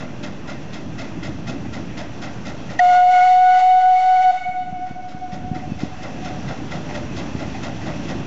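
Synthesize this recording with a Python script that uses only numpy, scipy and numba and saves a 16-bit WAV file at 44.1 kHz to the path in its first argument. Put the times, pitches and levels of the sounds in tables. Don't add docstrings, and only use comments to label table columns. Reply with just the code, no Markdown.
import sys
import numpy as np
from scipy import signal
from scipy.fft import rfft, irfft, next_fast_len
from scipy.io import wavfile
from scipy.ndimage import uniform_filter1d
from numba import njit

SR = 44100
rng = np.random.default_rng(int(sys.argv[2]) if len(sys.argv) > 2 else 0)


def convert_level_to_amplitude(level_db):
    exponent = np.asarray(level_db, float) / 20
    return 10 ** exponent


def transcribe(signal):
    frames = np.atleast_2d(signal).T
    limited = np.clip(frames, -1, 1)
    pcm = np.round(limited * 32767).astype(np.int16)
    wavfile.write(sys.argv[1], SR, pcm)


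N = 364266
TIME = np.arange(N) / SR


def rms1(x):
    return x / np.sqrt(np.mean(x ** 2))


@njit
def svf(x, hz, width):
    y, band, low = np.empty(len(x)), 0., 0.
    g, k = np.tan(np.pi * hz / SR), width / hz
    for i in range(len(x)):
        v = (band + g * (x[i] - low)) / (1 + g * (g + k))
        band, low, y[i] = 2 * v - band, low + 2 * g * v, k * v
    return y


def walk(rate_hz):
    knots = rng.standard_normal(2000)
    place = TIME * rate_hz
    step = place.astype(int)
    blend = np.sin(np.pi / 2 * (place - step)) ** 2
    return 1.15 * (knots[step % 2000] * (1 - blend) + knots[(step + 1) % 2000] * blend)


def resonant(modes):
    out = np.zeros(N)
    for hz, width_hz, db in modes:
        once = svf(rng.standard_normal(N), 1. * hz, 1.46 * width_hz)
        out += convert_level_to_amplitude(db) * rms1(svf(once, 1. * hz, 1.46 * width_hz))
    return rms1(out)


def coloured(shape, flicker_db, rate_hz):
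    hz, db = np.transpose(shape)
    size = next_fast_len(N, real=True)
    octave = np.log2(np.maximum(np.fft.rfftfreq(size, 1 / SR), 1) / hz[0])
    level = convert_level_to_amplitude(np.interp(octave, np.log2(hz / hz[0]), db, right=-200))
    spectrum = rfft(rng.standard_normal(size)) * level
    out = np.zeros(N)
    for k in range(int(np.log2(hz[-1] / hz[0])) + 2):
        band = irfft(spectrum * np.clip(1 - abs(octave - k), 0, 1), size)[:N]
        out += band * convert_level_to_amplitude(flicker_db * walk(rate_hz))
    return rms1(out)


def puffs(starts, dbs, rise, fall):
    age = np.arange(SR // 2) / SR
    shape = (1 - np.exp(-age / rise)) ** 2 * np.exp(-age / fall)
    kicks = np.zeros(N + SR)
    kicks[((np.asarray(starts) + 1) * SR).astype(int)] = convert_level_to_amplitude(np.asarray(dbs))
    return signal.fftconvolve(kicks, shape / shape.max())[SR:N + SR]


def curve(table):
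    return np.interp(TIME, *np.transpose(table))


def bump(at, spread_s):
    return np.exp(-.5 * ((TIME - at) / spread_s) ** 2)


def swells(table, phase, fill):
    s, db = np.transpose(table)
    place = np.interp(TIME, s, np.arange(len(s)))
    size = uniform_filter1d(convert_level_to_amplitude(db[place.astype(int)]) * (TIME < s[-1]), SR // 60)
    return size * (np.sin(np.pi * place) * np.sin(phase) + fill * np.cos(phase))


DUCK_S, RELEASE_S = 2.795, 4.424
DUCK_DB, SINK_DB_S, RECOVER_DB_S = -13.5, -3, 10


def gain_db():
    sunk = DUCK_DB + SINK_DB_S * (np.minimum(TIME, RELEASE_S) - DUCK_S)
    return (TIME >= DUCK_S) * np.minimum(sunk + RECOVER_DB_S * np.maximum(TIME - RELEASE_S, 0), 0)


START_M, SPEED_M_S = 61.2, 2.98


def nearer_db():
    return 20 * np.log10(START_M / (START_M - SPEED_M_S * TIME))


# (time [s], strength [dB], brightness [dB])
CHUFFS = [(-.012, 0, -4), (0.227, 1, 0), (0.475, 2, -0.5), (0.7256, -0.5, 1.5), (0.981, 2.5, 0),
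          (1.2284, 1, 0.5), (1.4684, 2, 1), (1.725, 0, -0.5), (1.969, 3, -0.5), (2.2164, 1.5, 0),
          (2.451, 1.5, 0), (2.691, -0.5, -2), (4.8534, -2, -2.5), (5.0804, -1.5, 0), (5.3174, 1, 0.5),
          (5.5434, -0.5, -1.5), (5.7894, 1, 0), (6.0194, 0.5, -1.5), (6.244, -0.5, 0.5),
          (6.4784, -0.5, -2.5), (6.7095, 0.5, -1), (6.94, 0, -1), (7.163, 0, 0.5), (7.39, -1.5, -2),
          (7.6264, 1.5, -1), (7.855, -0.5, -3), (8.0775, 0, 0.5)]
# (centre [Hz], width [Hz], level [dB])
HISS = [(2567, 180, 0.5), (3457, 1100, 3), (4510, 190, -11), (5170, 440, -2), (6300, 1400, -3.5)]
RING = [(1392, 90, -5), (1914, 79, -4), (2060, 90, -4), (1500, 900, -6)]
THUMP = [(589.5, 110, 0.5), (732, 130, -1), (900, 610, -5.5)]
# (time [s], level [dB], decay [s])
CLANKS = [
    (1.648, -41, .02),
    (6.887, -34, 0.055),
    (7.539, -33, .03),
    (7.811, -34.5, 0.035),
]
HISS_DB, RING_DB, THUMP_DB = -41, -39, -39.5


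def chuffs():
    s, db, bright_db = np.transpose(CHUFFS)
    s = s - .005
    near_db = nearer_db()
    hiss = puffs(s, HISS_DB + db + bright_db, rise=.012, fall=.031)
    hiss = hiss * convert_level_to_amplitude(2 * walk(200) - .17 * near_db) * resonant(HISS)
    ring = puffs(s, RING_DB + db, rise=.01, fall=.044)
    ring = ring * convert_level_to_amplitude(2 * walk(150) - .34 * near_db) * resonant(RING)
    thump = puffs(s + .004, THUMP_DB + db - bright_db, rise=.018, fall=.049)
    thump = thump * convert_level_to_amplitude(.79 * near_db) * resonant(THUMP)
    beats = convert_level_to_amplitude(.67 * gain_db() + .6 * near_db) * (hiss + ring + thump)
    clank = sum(puffs([at], [level], rise=.0033, fall=decay) for at, level, decay in CLANKS)
    metal = resonant([(770, 140, 5.5), (1985, 350, 0.), (2530, 200, -6.5), (5000, 3000, -10.5)])
    return beats + clank * metal


# (frequency [Hz], density [dB per Hz])
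RUMBLE = [(22, -21), (50, -8), (90, -4.5), (120, -0.5), (200, -1.5), (320, -3.5), (380, -14.5),
          (600, -29.5)]
ROAD = [(300, -10), (400, 0), (720, 1), (1100, -5.5), (2000, -8), (2300, -11.5), (2650, -5.5),
        (3100, -19.5)]
STEAM = [(2400, -9.5), (2950, -2), (3300, 1), (3750, -4.5), (5100, -6.5), (5800, -1.5), (6500, -9),
         (8000, -16.5)]
# (time [s], level [dB])
GUST = [(0, -1), (.9, 0), (1.4, 2.5), (2.1, 0), (3.1, 0.5), (3.85, -4), (4.35, 1), (4.7, 6.5), (5.2, 2.5),
        (5.45, 10), (6.1, 0.5), (6.4, 3), (6.75, 2), (7.4, 5), (7.65, 2), (8.26, 5)]
# (frequency [Hz], level [dB])
MOTOR = [(595, -51.5), (1565, -59.5)]
RUMBLE_DB, ROAD_DB, STEAM_DB, ROAD_DUCK = -32.5, -41.5, -51.5, .76


def street():
    gain, near_db = gain_db(), nearer_db()
    rumble = convert_level_to_amplitude(RUMBLE_DB + curve(GUST) + gain) * coloured(RUMBLE, flicker_db=1.8, rate_hz=16)
    road_db = ROAD_DB + ROAD_DUCK * gain + .98 * near_db
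    road = convert_level_to_amplitude(road_db) * coloured(ROAD, flicker_db=1.2, rate_hz=14)
    steam_db = STEAM_DB + .7 * gain + 1.38 * near_db
    steam = convert_level_to_amplitude(steam_db) * coloured(STEAM, flicker_db=1.2, rate_hz=21)
    motor = sum(convert_level_to_amplitude(db + 5.4 * walk(6)) * np.sin(2 * np.pi * hz * TIME) for hz, db in MOTOR)
    return rumble + road + steam + convert_level_to_amplitude(gain) * motor


# (time [s], peak [dB], frequency [Hz])
KNOCKS = [(0.029, -21, 135), (4.483, -29, 121), (4.722, -23, 140), (4.788, -31, 231), (4.904, -22, 194),
          (5.142, -25.5, 143), (5.324, -20.5, 135), (5.509, -12, 148), (5.557, -17, 194), (5.608, -29, 223),
          (5.713, -13, 164), (5.828, -10, 196), (5.904, -30, 175), (6.301, -21, 218), (6.385, -20, 143),
          (7.344, -14, 170)]


def wind():
    out, age = np.zeros(N), np.arange(SR // 20) / SR
    for at, db, hz in KNOCKS:
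        cycles = (age - .008) * hz * 1.16
        knock = np.exp(-(cycles / .5) ** 2) * np.cos(2 * np.pi * cycles + .84)
        out[int(at * SR):][:len(age)] -= convert_level_to_amplitude(db + .9) * knock
    return out


# (frequency [Hz], peak [dB], time [s], spread [s])
SQUEAL = [
    (1900, -7, 2.7945, .0018),
    (1880, -15, 2.799, .002),
    (800, -20, 2.795, .002),
    (6100, -28, 2.793, .0015),
]
# (time [s], level [dB])
FLOW = [
    (2.8, 0.5),
    (2.93, 6.5),
    (3.05, -1.5),
    (3.15, 7),
    (3.28, 5),
    (3.43, -1),
    (3.56, 3.5),
    (3.8, -4),
    (4.27, -1.5),
]
# (time [s], depth [dB], spread [s])
DIPS = [
    (3.12, -3, 0.0062),
    (3.265, -0.5, .012),
    (3.605, -4.5, .011),
    (3.815, -4, 0.014),
    (4.02, -4, .045),
    (4.17, -2, .025),
    (4.23, -5.5, 0.011),
]
# (null time [s], next swell peak [dB])
SECOND = [
    (2.77, -28.5),
    (3.056, -27.5),
    (3.33, -29),
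    (3.674, -34.5),
    (3.97, -31.5),
    (4.45, -31),
]
# (multiple, level [dB])
UPPER = [(4, -48.5), (5, -52), (6, -55)]
# (centre [Hz], width [Hz], level [dB])
BREATH = [(725, 180, 7.5), (860, 51, 3.5), (1250, 290, 4.5), (2034, 150, 8.5), (2760, 480, 1.5),
          (3500, 400, -2.5), (4300, 500, -1.5), (5800, 3700, 0)]
OPEN_S, SHUT_S = 2.792, 4.318
PITCH_HZ, FLAT_HZ, WARM_S, SAG_HZ = 741.8, 24, .5, 2.3
TONE_DB, THIRD_DB, BREATH_DB, JET_DB = -11, -39.5, -39, -50
LIFT = 1
BEND_HZ_PER_DB = 1


def whistle():
    flat_hz = FLAT_HZ * np.exp(-np.maximum(TIME - OPEN_S, 0) / WARM_S)
    hz = PITCH_HZ - flat_hz - SAG_HZ * np.clip((TIME - SHUT_S) / .24 + 1, 0, 1)
    dip_db = sum(db * bump(at, spread) for at, db, spread in DIPS)
    flow_db = curve(FLOW) - LIFT * dip_db
    phase = 2 * np.pi * np.cumsum(hz + 2 * walk(50)) / SR
    bend = -2 * np.pi * np.cumsum(BEND_HZ_PER_DB * dip_db) / SR

    tone = convert_level_to_amplitude(TONE_DB + dip_db + .25 * walk(60)) * np.sin(phase + bend)
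    tone = tone + swells(SECOND, 2 * phase, fill=.15) * convert_level_to_amplitude(2 * walk(25))
    tone = tone + convert_level_to_amplitude(THIRD_DB + flow_db + 3.8 * walk(65)) * np.sin(3 * phase + .5 * walk(70))
    for k, db in UPPER:
        level = convert_level_to_amplitude(db + .4 * flow_db + 1 + 3 * walk(60))
        tone = tone + level * np.sin(k * phase + .5 * walk(60))
    valve = np.clip((TIME - OPEN_S) / .0088, 0, 1) * np.clip((SHUT_S - TIME) / .012, 0, 1)

    breath = convert_level_to_amplitude(BREATH_DB + .9 * flow_db + .8 * walk(20)) * resonant(BREATH)
    jet = convert_level_to_amplitude(JET_DB + .9 * flow_db) * coloured(STEAM, flicker_db=1.3, rate_hz=19)
    after = np.clip(TIME - SHUT_S, 0, None)
    air = (np.exp(-after / .25) * breath + np.exp(-after / .082) * jet) * (TIME > DUCK_S)

    squeal = sum(convert_level_to_amplitude(db) * bump(at, spread) * np.sin(2 * np.pi * f * TIME) for f, db, at, spread in SQUEAL)
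    chiff = convert_level_to_amplitude(-29) * bump(2.795, .0048) * resonant([(2640, 1530, 1), (4400, 2300, -6.5)])
    return np.sqrt(2) * valve * tone + air + squeal + chiff


# (null time [s], next swell against the even fall [dB])
RETURNS = [(4.319, 0.5), (4.387, -4.5), (4.442, 2.5), (4.539, 2), (4.649, -1), (4.714, 1), (4.787, 2.5),
           (4.898, -6), (4.947, -1), (5.022, 0.5), (5.099, -2), (5.203, 4.5), (5.278, 0), (5.356, 1),
           (5.426, -0.5), (5.509, 4.5), (5.615, -1), (5.7, 0)]
# (multiple, level at blast end [dB], t60 [s])
ECHO_UPPER = [(2, -41.5, 4.4), (3, -36.5, 2.8), (4, -51, 2.7), (5, -54, 2.2), (6, -60, 1.8)]
ECHO_HZ, ECHO_DB, ECHO_FALL_DB_S = 736, -.5, 22.5
FAR_S, FAR_DB, FAR_WIDTH_HZ = 2.16, -39, 23


def echo():
    age = TIME - SHUT_S
    gain = gain_db()
    fall = convert_level_to_amplitude(ECHO_DB - ECHO_FALL_DB_S * np.maximum(age, 0) + gain)
    phase = 2 * np.pi * np.cumsum(ECHO_HZ + 3 * walk(20)) / SR
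    first = fall * swells(RETURNS, phase, fill=.38) * convert_level_to_amplitude(1.5 * walk(25))
    first = first * np.clip(age / .01 + 1, 0, 1)
    blur = fall * convert_level_to_amplitude(-16) * resonant([(720, 32, 0)])
    far = convert_level_to_amplitude(FAR_DB + .6 * gain) * resonant([(ECHO_HZ, FAR_WIDTH_HZ, 0)])
    far = far * np.clip((TIME - OPEN_S - FAR_S) / .28, 0, 1) * np.clip((FAR_S - age) / .03, 0, 1)
    upper = sum(convert_level_to_amplitude(db - 60 * age / t60) * resonant([(k * 738., 20., 0)]) for k, db, t60 in ECHO_UPPER)
    return first + far + (blur + upper) * np.clip(age / .012 + 1, 0, 1)


# (start [s], end [s], from [Hz], to [Hz], level [dB])
BIRD = (5.685, 5.79, 2690, 2470, -47)


def bird():
    start, end, from_hz, to_hz, db = BIRD
    done = np.clip((TIME - start) / (end - start), 0, 1)
    phase = 2 * np.pi * np.cumsum(from_hz + (to_hz - from_hz) * done) / SR
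    return convert_level_to_amplitude(db) * np.sin(np.pi * done ** .65) * np.sin(phase)


def scene():
    return (chuffs() + street() + wind() + whistle() + echo() + bird())[None]


def low_pass(x):
    return signal.sosfilt(signal.butter(12, 11700, fs=SR, output="sos"), x)


TOP_HZ, CAMERA_HZ, OFFSET = 7580, 15600, .0249


def record(dry):
    cut = signal.sosfilt(signal.ellip(9, .5, 60, TOP_HZ, fs=SR, output="sos"), dry)
    mirror = convert_level_to_amplitude(-32) * svf(cut[0] * np.cos(2 * np.pi * CAMERA_HZ * TIME), 9800., 3000.)
    return low_pass(cut + mirror + OFFSET)


dry = scene()
out = record(dry)
transcribe(out)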